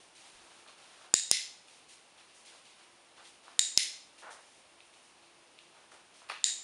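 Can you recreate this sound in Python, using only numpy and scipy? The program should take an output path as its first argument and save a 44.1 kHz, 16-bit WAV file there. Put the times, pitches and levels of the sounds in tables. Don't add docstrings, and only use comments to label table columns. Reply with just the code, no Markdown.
import sys
import numpy as np
from scipy import signal
from scipy.fft import rfft, irfft, next_fast_len
from scipy.io import wavfile

SR = 44100
rng = np.random.default_rng(int(sys.argv[2]) if len(sys.argv) > 2 else 0)


def invert_db(level):
    return 10 ** (np.asarray(level, dtype=float) / 20)


def generate_wav(sig):
    pcm = np.round(np.clip(np.atleast_2d(sig).T, -1, 1) * 32767).astype(np.int16)
    wavfile.write(sys.argv[1], SR, pcm)


N = 292659


def clicker():
    # (time [s], peak [dB], diaphragm push [dB], low shading [dB], top shading [dB])
    presses = [
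        (1.1392, 1, 7, -16, -6.5),
        (3.5921, 1, -25, 3.5, 0),
        (6.441, -4.5, -17, -1, -25),
    ]
    # (time [s], peak [dB], diaphragm push [dB], low shading [dB], top shading [dB])
    releases = [
        (1.3127, 1.9, -3.5, -8, 8.5),
        (3.7747, 1.2, -9.5, -4, -9.5),
    ]
    # (frequency [Hz], level [dB], t60 [s])
    press_modes = [(1890, -17, 0.013), (2550, -32, 0.0022), (2900, -11.5, 0.003), (3784, -10, 0.055),
                   (4320, -12, 0.012), (4860, -12.5, 0.011), (5087, -13.5, 0.014), (5670, -18.5, 0.022),
                   (6820, -8, 0.016), (7196, -1, 0.0083), (8083, -8, 0.01), (8860, -6.5, 0.0061),
                   (9820, -26, 0.0057)]
    # (frequency [Hz], level [dB], t60 [s])
    release_modes = [(2080, -10.5, 0.042), (2715, -5.5, 0.0055), (3640, 0.5, 0.0045), (4190, -4, 0.012),
                     (5155, 1, 0.0088), (5560, -13.5, 0.023), (6080, -10.5, 0.033), (6940, 2, 0.0029),
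                     (8680, -6.5, 0.0075), (9906, 0, 0.0029)]
    # (delay [s], level [dB])
    walls = [
        (0.012, -24.5),
        (.026, -25.5),
        (.042, -8),
        (.057, -5),
    ]
    room_db = -39.5
    fade_s, echo_blur_s = 0.004, 0.0055
    out, t = np.zeros(N), np.arange(2048) / SR
    for snaps, modes, damping_s in ((presses, press_modes, 0.0042), (releases, release_modes, 0.0035)):
        for s, peak_db, push_db, low_db, top_db in snaps:
            direct = band(strike(modes, 0.94, low_db, top_db), 1.42 * modes[0][0], 19000)
            direct = direct * np.exp(-(t / damping_s) ** 3 - t / fade_s)
            push = band(np.minimum(direct ** 2, 0.3) * np.exp(-t / 0.00025), 260, 2940, order=1)
            push = band(push, 100, 6000, order=1)
            add(out, s + 0.00056, invert_db(peak_db) * direct + invert_db(push_db + 6) * push)

            blurred = modes_rung(modes, 0.5) * np.exp(-t / echo_blur_s)
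            echoes = band(room(blurred, 0.7), 1620, SR / 2.5, order=6)
            add(out, s + 0.0005, invert_db(room_db) * echoes)
            for delay_s, wall_db in walls:
                gain = invert_db(room_db + 22.5 + wall_db + rng.normal(0, 2))
                add(out, s + delay_s, gain * band(strike(modes, 2.5), 1500, 19000))
    return out


def strike(modes, spread_db, low_db=0, top_db=0):
    direct = modes_rung(modes, spread_db, low_db, top_db).sum(axis=0)
    return direct / np.abs(direct).max()


def modes_rung(modes, spread_db, low_db=0, top_db=0):
    hz, db, t60 = np.transpose(modes)
    db = db + rng.normal(0, spread_db, len(modes)) + low_db * (hz < 4500) + top_db * (hz > 8000)
    click = band(np.eye(1, 2048)[0], 0.6 * hz[0], 18000)
    return np.array([(-1) ** k * invert_db(db[k]) * ring(click, hz[k], t60[k]) for k in range(len(modes))])


def ring(x, hz, t60):
    r, w = invert_db(-60 / (t60 * SR)), 2 * np.pi * hz / SR
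    return signal.lfilter([0, np.sin(w)], [1, -2 * r * np.cos(w), r * r], x)


def room(rings, length_s, gap_s=0.00085, build_s=0.0086):
    # (frequency [Hz], t60 [s])
    room_t60 = [(500, 0.22), (2000, 0.5), (4000, 0.5), (6000, 0.53), (9000, 0.39)]
    t = np.arange(next_fast_len(round(length_s * SR), True)) / SR
    band_edges = 350 * 2.0 ** np.arange(0, 5.3, 0.65)
    white = rng.standard_normal((2, len(t))) * invert_db(2.6 * rng.standard_normal((2, len(t))))
    echoes = np.zeros(len(t))
    for k, (low, high) in enumerate(zip(band_edges, band_edges[1:])):
        decay = invert_db(-60 * t / at_hz(room_t60, np.sqrt(low * high)))
        echoes += band(white[k % 2], low, high) * decay
    echoes = echoes * (1 - np.exp(-np.maximum(t - gap_s, 0) / build_s))
    power = np.sum(np.abs(rfft(rings, len(t))) ** 2, axis=0)
    colour = np.sqrt(power) / np.abs(rings.sum(axis=0)).max()
    return irfft(rfft(echoes) * colour, len(t))


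def knocks():
    # (time [s], peak [dB], pitch [Hz])
    ticks = [(0.241, -54, 996), (0.663, -50, 1200), (0.686, -43, 2750), (1.018, -53, 970),
             (1.049, -55, 1070), (1.684, -45, 2720), (1.899, -66.5, 843), (2.549, -49, 738),
             (3.254, -46, 3420), (3.481, -40.5, 1090), (4.188, -53, 2820), (4.307, -46, 960),
             (4.805, -43.5, 2630), (4.939, -49.5, 2880), (5.589, -40.5, 2750), (5.919, -47, 1380),
             (5.934, -54.5, 422), (.003, -55.5, 400), (6.219, -48, 930)]
    # (time [s], peak [dB], skid [s])
    stomp = [
        (6.2876, -34.5, 0.017),
        (6.2969, -31, 0.0031),
        (6.2991, -24, 0.0039),
        (6.31, -33, .003),
        (6.318, -33.5, 0.004),
    ]
    # (frequency [Hz], level [dB], t60 [s])
    board = [(830, -6.5, 0.006), (1200, -5.5, 0.0089), (1900, -4.5, 0.0054), (2620, -2.5, 0.0063),
             (3440, -7.5, 0.0044), (4240, -5.5, 0.0038), (5600, -9, 0.0018), (6500, -20, 0.0037),
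             (9400, -10.5, 0.0022)]
    out, t = np.zeros(N), np.arange(1024) / SR
    for s, peak_db, hz in ticks:
        claw = [(hz, 0, 0.006), (0.84 * hz, -6, 0.004), (1.25 * hz, -3, 0.004), (1.55 * hz, -5, 0.004),
                (9300, -16, 0.003)]
        add(out, s, invert_db(peak_db + 2) * strike(claw, 0.73))
        add(out, s, invert_db(peak_db - 34.5) * room(modes_rung(claw, 1.5), 0.15, gap_s=0.00091))
    for s, peak_db, skid_s in stomp:
        skid = rng.standard_normal(len(t)) * np.exp(-t / skid_s) / np.sqrt(skid_s * SR)
        add(out, s, invert_db(peak_db + 5.5) * np.convolve(strike(board, 3.3), skid))
        add(out, s, invert_db(peak_db - 31) * room(modes_rung(board, 0.83), 0.42, gap_s=0.00069))
    return out


def shuffle():
    # (start [s], hold [s], level [dB])
    scuffs = [(.0, 0.052, -77), (0.22, 0.059, -63), (0.323, 0.3, -65), (0.659, 0.035, -59),
              (0.765, 0.29, -64), (0.993, 0.074, -62), (2.17, .05, -66), (2.48, 0.064, -63.5),
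              (2.773, 0.049, -66.5), (3.165, 0.044, -58), (3.447, 0.074, -61.5), (4.217, 0.082, -49),
              (4.338, 0.045, -59), (5.21, 0.073, -81), (5.73, 0.06, -61.5), (5.908, 0.033, -57),
              (6.2, 0.15, -63.5)]
    # (start [s], hold [s], level [dB], brightness [dB])
    rustles = [(.0, 0.042, -67, -2.5), (0.149, 0.15, -61.5, -4), (0.335, 0.29, -64.5, -5),
               (0.673, 0.031, -59, -9), (0.776, 0.28, -62.5, -7), (1.673, 0.11, -65, -3),
               (1.885, 0.05, -60.5, -2.2), (2.173, 0.039, -62, -9.5), (2.282, 0.031, -65, -15),
               (2.338, 0.065, -67.5, 1.5), (2.449, .05, -58, -6), (2.53, 0.057, -63, -7),
               (2.646, 0.072, -61.5, -8), (2.782, 0.059, -64.5, -8), (3.162, .06, -62.5, -10),
               (3.24, 0.043, -60.5, -4), (3.433, 0.1, -63.5, -8), (4.178, 0.036, -61, -3.5),
               (4.302, 0.027, -58.5, -2), (4.397, 0.19, -71, -0.5), (4.792, 0.025, -69, -9.5),
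               (4.843, 0.028, -79, 4.5), (4.934, 0.045, -66.5, -5), (5.022, 0.038, -81.5, 10.5),
               (5.22, 0.048, -68, -14), (5.577, .04, -63.5, -15), (5.732, 0.055, -69, -12.5),
               (5.913, 0.032, -64, -4), (6.137, 0.07, -64.5, -4.5)]
    # (scuff [dB], cloth [dB], pile [dB], fur [dB])
    fidget_db = (-70.5, -75, -80, -87)
    scuff = strokes(*np.transpose(scuffs), attack_s=0.015, release_s=0.055)
    s, hold_s, db, bright_db = np.transpose(rustles)
    cloth = strokes(s, hold_s, db, attack_s=0.0027, release_s=0.059)
    sheen = strokes(s, hold_s, db + bright_db, attack_s=0.0027, release_s=0.059)
    moving = [scuff, cloth, invert_db(0.5) * sheen, invert_db(0.4) * sheen]
    scuff, cloth, pile, fur = np.hypot(moving, invert_db(np.array(fidget_db))[:, None])
    return (scuff * friction(1100, 4.3, 560, 1634)
            + cloth * friction(3000, 3.5, 2100, 4530)
            + pile * friction(5000, 4.7, 4750, 7400)
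            + fur * friction(5000, 3, 7950, 10100))


def friction(per_s, spread_db, low_hz, high_hz):
    sizes = invert_db(spread_db * np.minimum(rng.exponential(1, N), 4)) * rng.choice([-1, 1], N)
    grains = (rng.random(N) < per_s / SR) * sizes
    return rms_one(band(rms_one(grains) + 1.4 * rng.standard_normal(N), low_hz, high_hz))


def strokes(s, hold_s, db, attack_s, release_s):
    t = np.arange(0, N, 32)[:, None] / SR - s
    rise = 1 - np.exp(-np.maximum(t, 0) / attack_s)
    fall = np.exp(-np.maximum(t - hold_s, 0) / release_s)
    strength = np.sqrt(np.sum((invert_db(db) * rise * fall) ** 2, axis=1))
    return np.interp(np.arange(N) / 32, np.arange(len(t)), strength)


def thuds():
    # (start [s], hold [s], level [dB])
    shifts = [
        (0.323, .05, -73),
        (.4, .03, -76),
        (1.02, .02, -84),
        (3.17, .03, -79),
    ]
    rumble = rms_one(band(rng.standard_normal(N), 25, 110))
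    return strokes(*np.transpose(shifts), attack_s=0.01, release_s=0.015) * rumble


def hiss():
    # (frequency [Hz], density [dB per Hz])
    hiss_colour = [(18, -72), (30, -17.5), (268, -4.5), (335, -3), (390, -3.5), (822, -2), (1460, -9),
                   (2780, -4), (3150, -6.5), (7920, -14), (8970, -8.5), (10700, -16), (11500, -32.5),
                   (15000, -55), (22000, -120)]
    # (frequency [Hz], width [Hz], level [dB])
    appliance = (341, 5.3, -79.5)
    hiss_db = -62.5
    hz = np.maximum(np.arange(N // 2 + 1) * SR / N, 1)
    noise = rms_one(irfft(rfft(rng.standard_normal(N)) * invert_db(at_hz(hiss_colour, hz)), N))
    hum_hz, width_hz, hum_db = appliance
    hum = rms_one(band(rng.standard_normal(N), hum_hz - width_hz / 2, hum_hz + width_hz / 2))
    return invert_db(hiss_db) * noise + invert_db(hum_db) * hum


def rms_one(x):
    return x / np.sqrt(np.mean(x ** 2) + 1e-20)


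def at_hz(points, hz):
    return np.interp(np.log(hz), np.log(np.array(points)[:, 0]), np.array(points)[:, 1])


def band(x, low_hz, high_hz, order=2):
    return signal.sosfilt(signal.butter(order, [low_hz, high_hz], "band", fs=SR, output="sos"), x)


def add(out, s, sound):
    i = round(s * SR)
    out[i:i + len(sound)] += sound[:N - i]


def scene():
    return (clicker() + knocks() + shuffle() + thuds() + hiss())[None]


def top_cut(x):
    return signal.sosfilt(signal.butter(12, 17080, fs=SR, output="sos"), x)


def record(dry):
    notch_hz, notch_width_hz, notch_depth = 7880, 200, 0.47
    clip_level, lopsided, treble_cut = 0.47, 0.21, 0.75
    dip = signal.lfilter(*signal.iirpeak(notch_hz, notch_hz / notch_width_hz, fs=SR), dry)
    x = signal.sosfilt(signal.cheby2(14, 72, 12500, fs=SR, output="sos"), dry - notch_depth * dip)
    x = clip_level * np.tanh((np.abs(x) / clip_level) ** 10) ** (1 / 10) * np.sign(x)
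    x = x - lopsided * np.maximum(np.abs(x) - 0.41, 0)
    treble = signal.sosfiltfilt(signal.butter(6, 12000, "high", fs=SR, output="sos"), x)
    x = x - treble_cut * treble
    x = signal.sosfilt(signal.cheby2(12, 70, 17400, fs=SR, output="sos"), x)
    return top_cut(x)


dry = scene()
out = record(dry)
generate_wav(out)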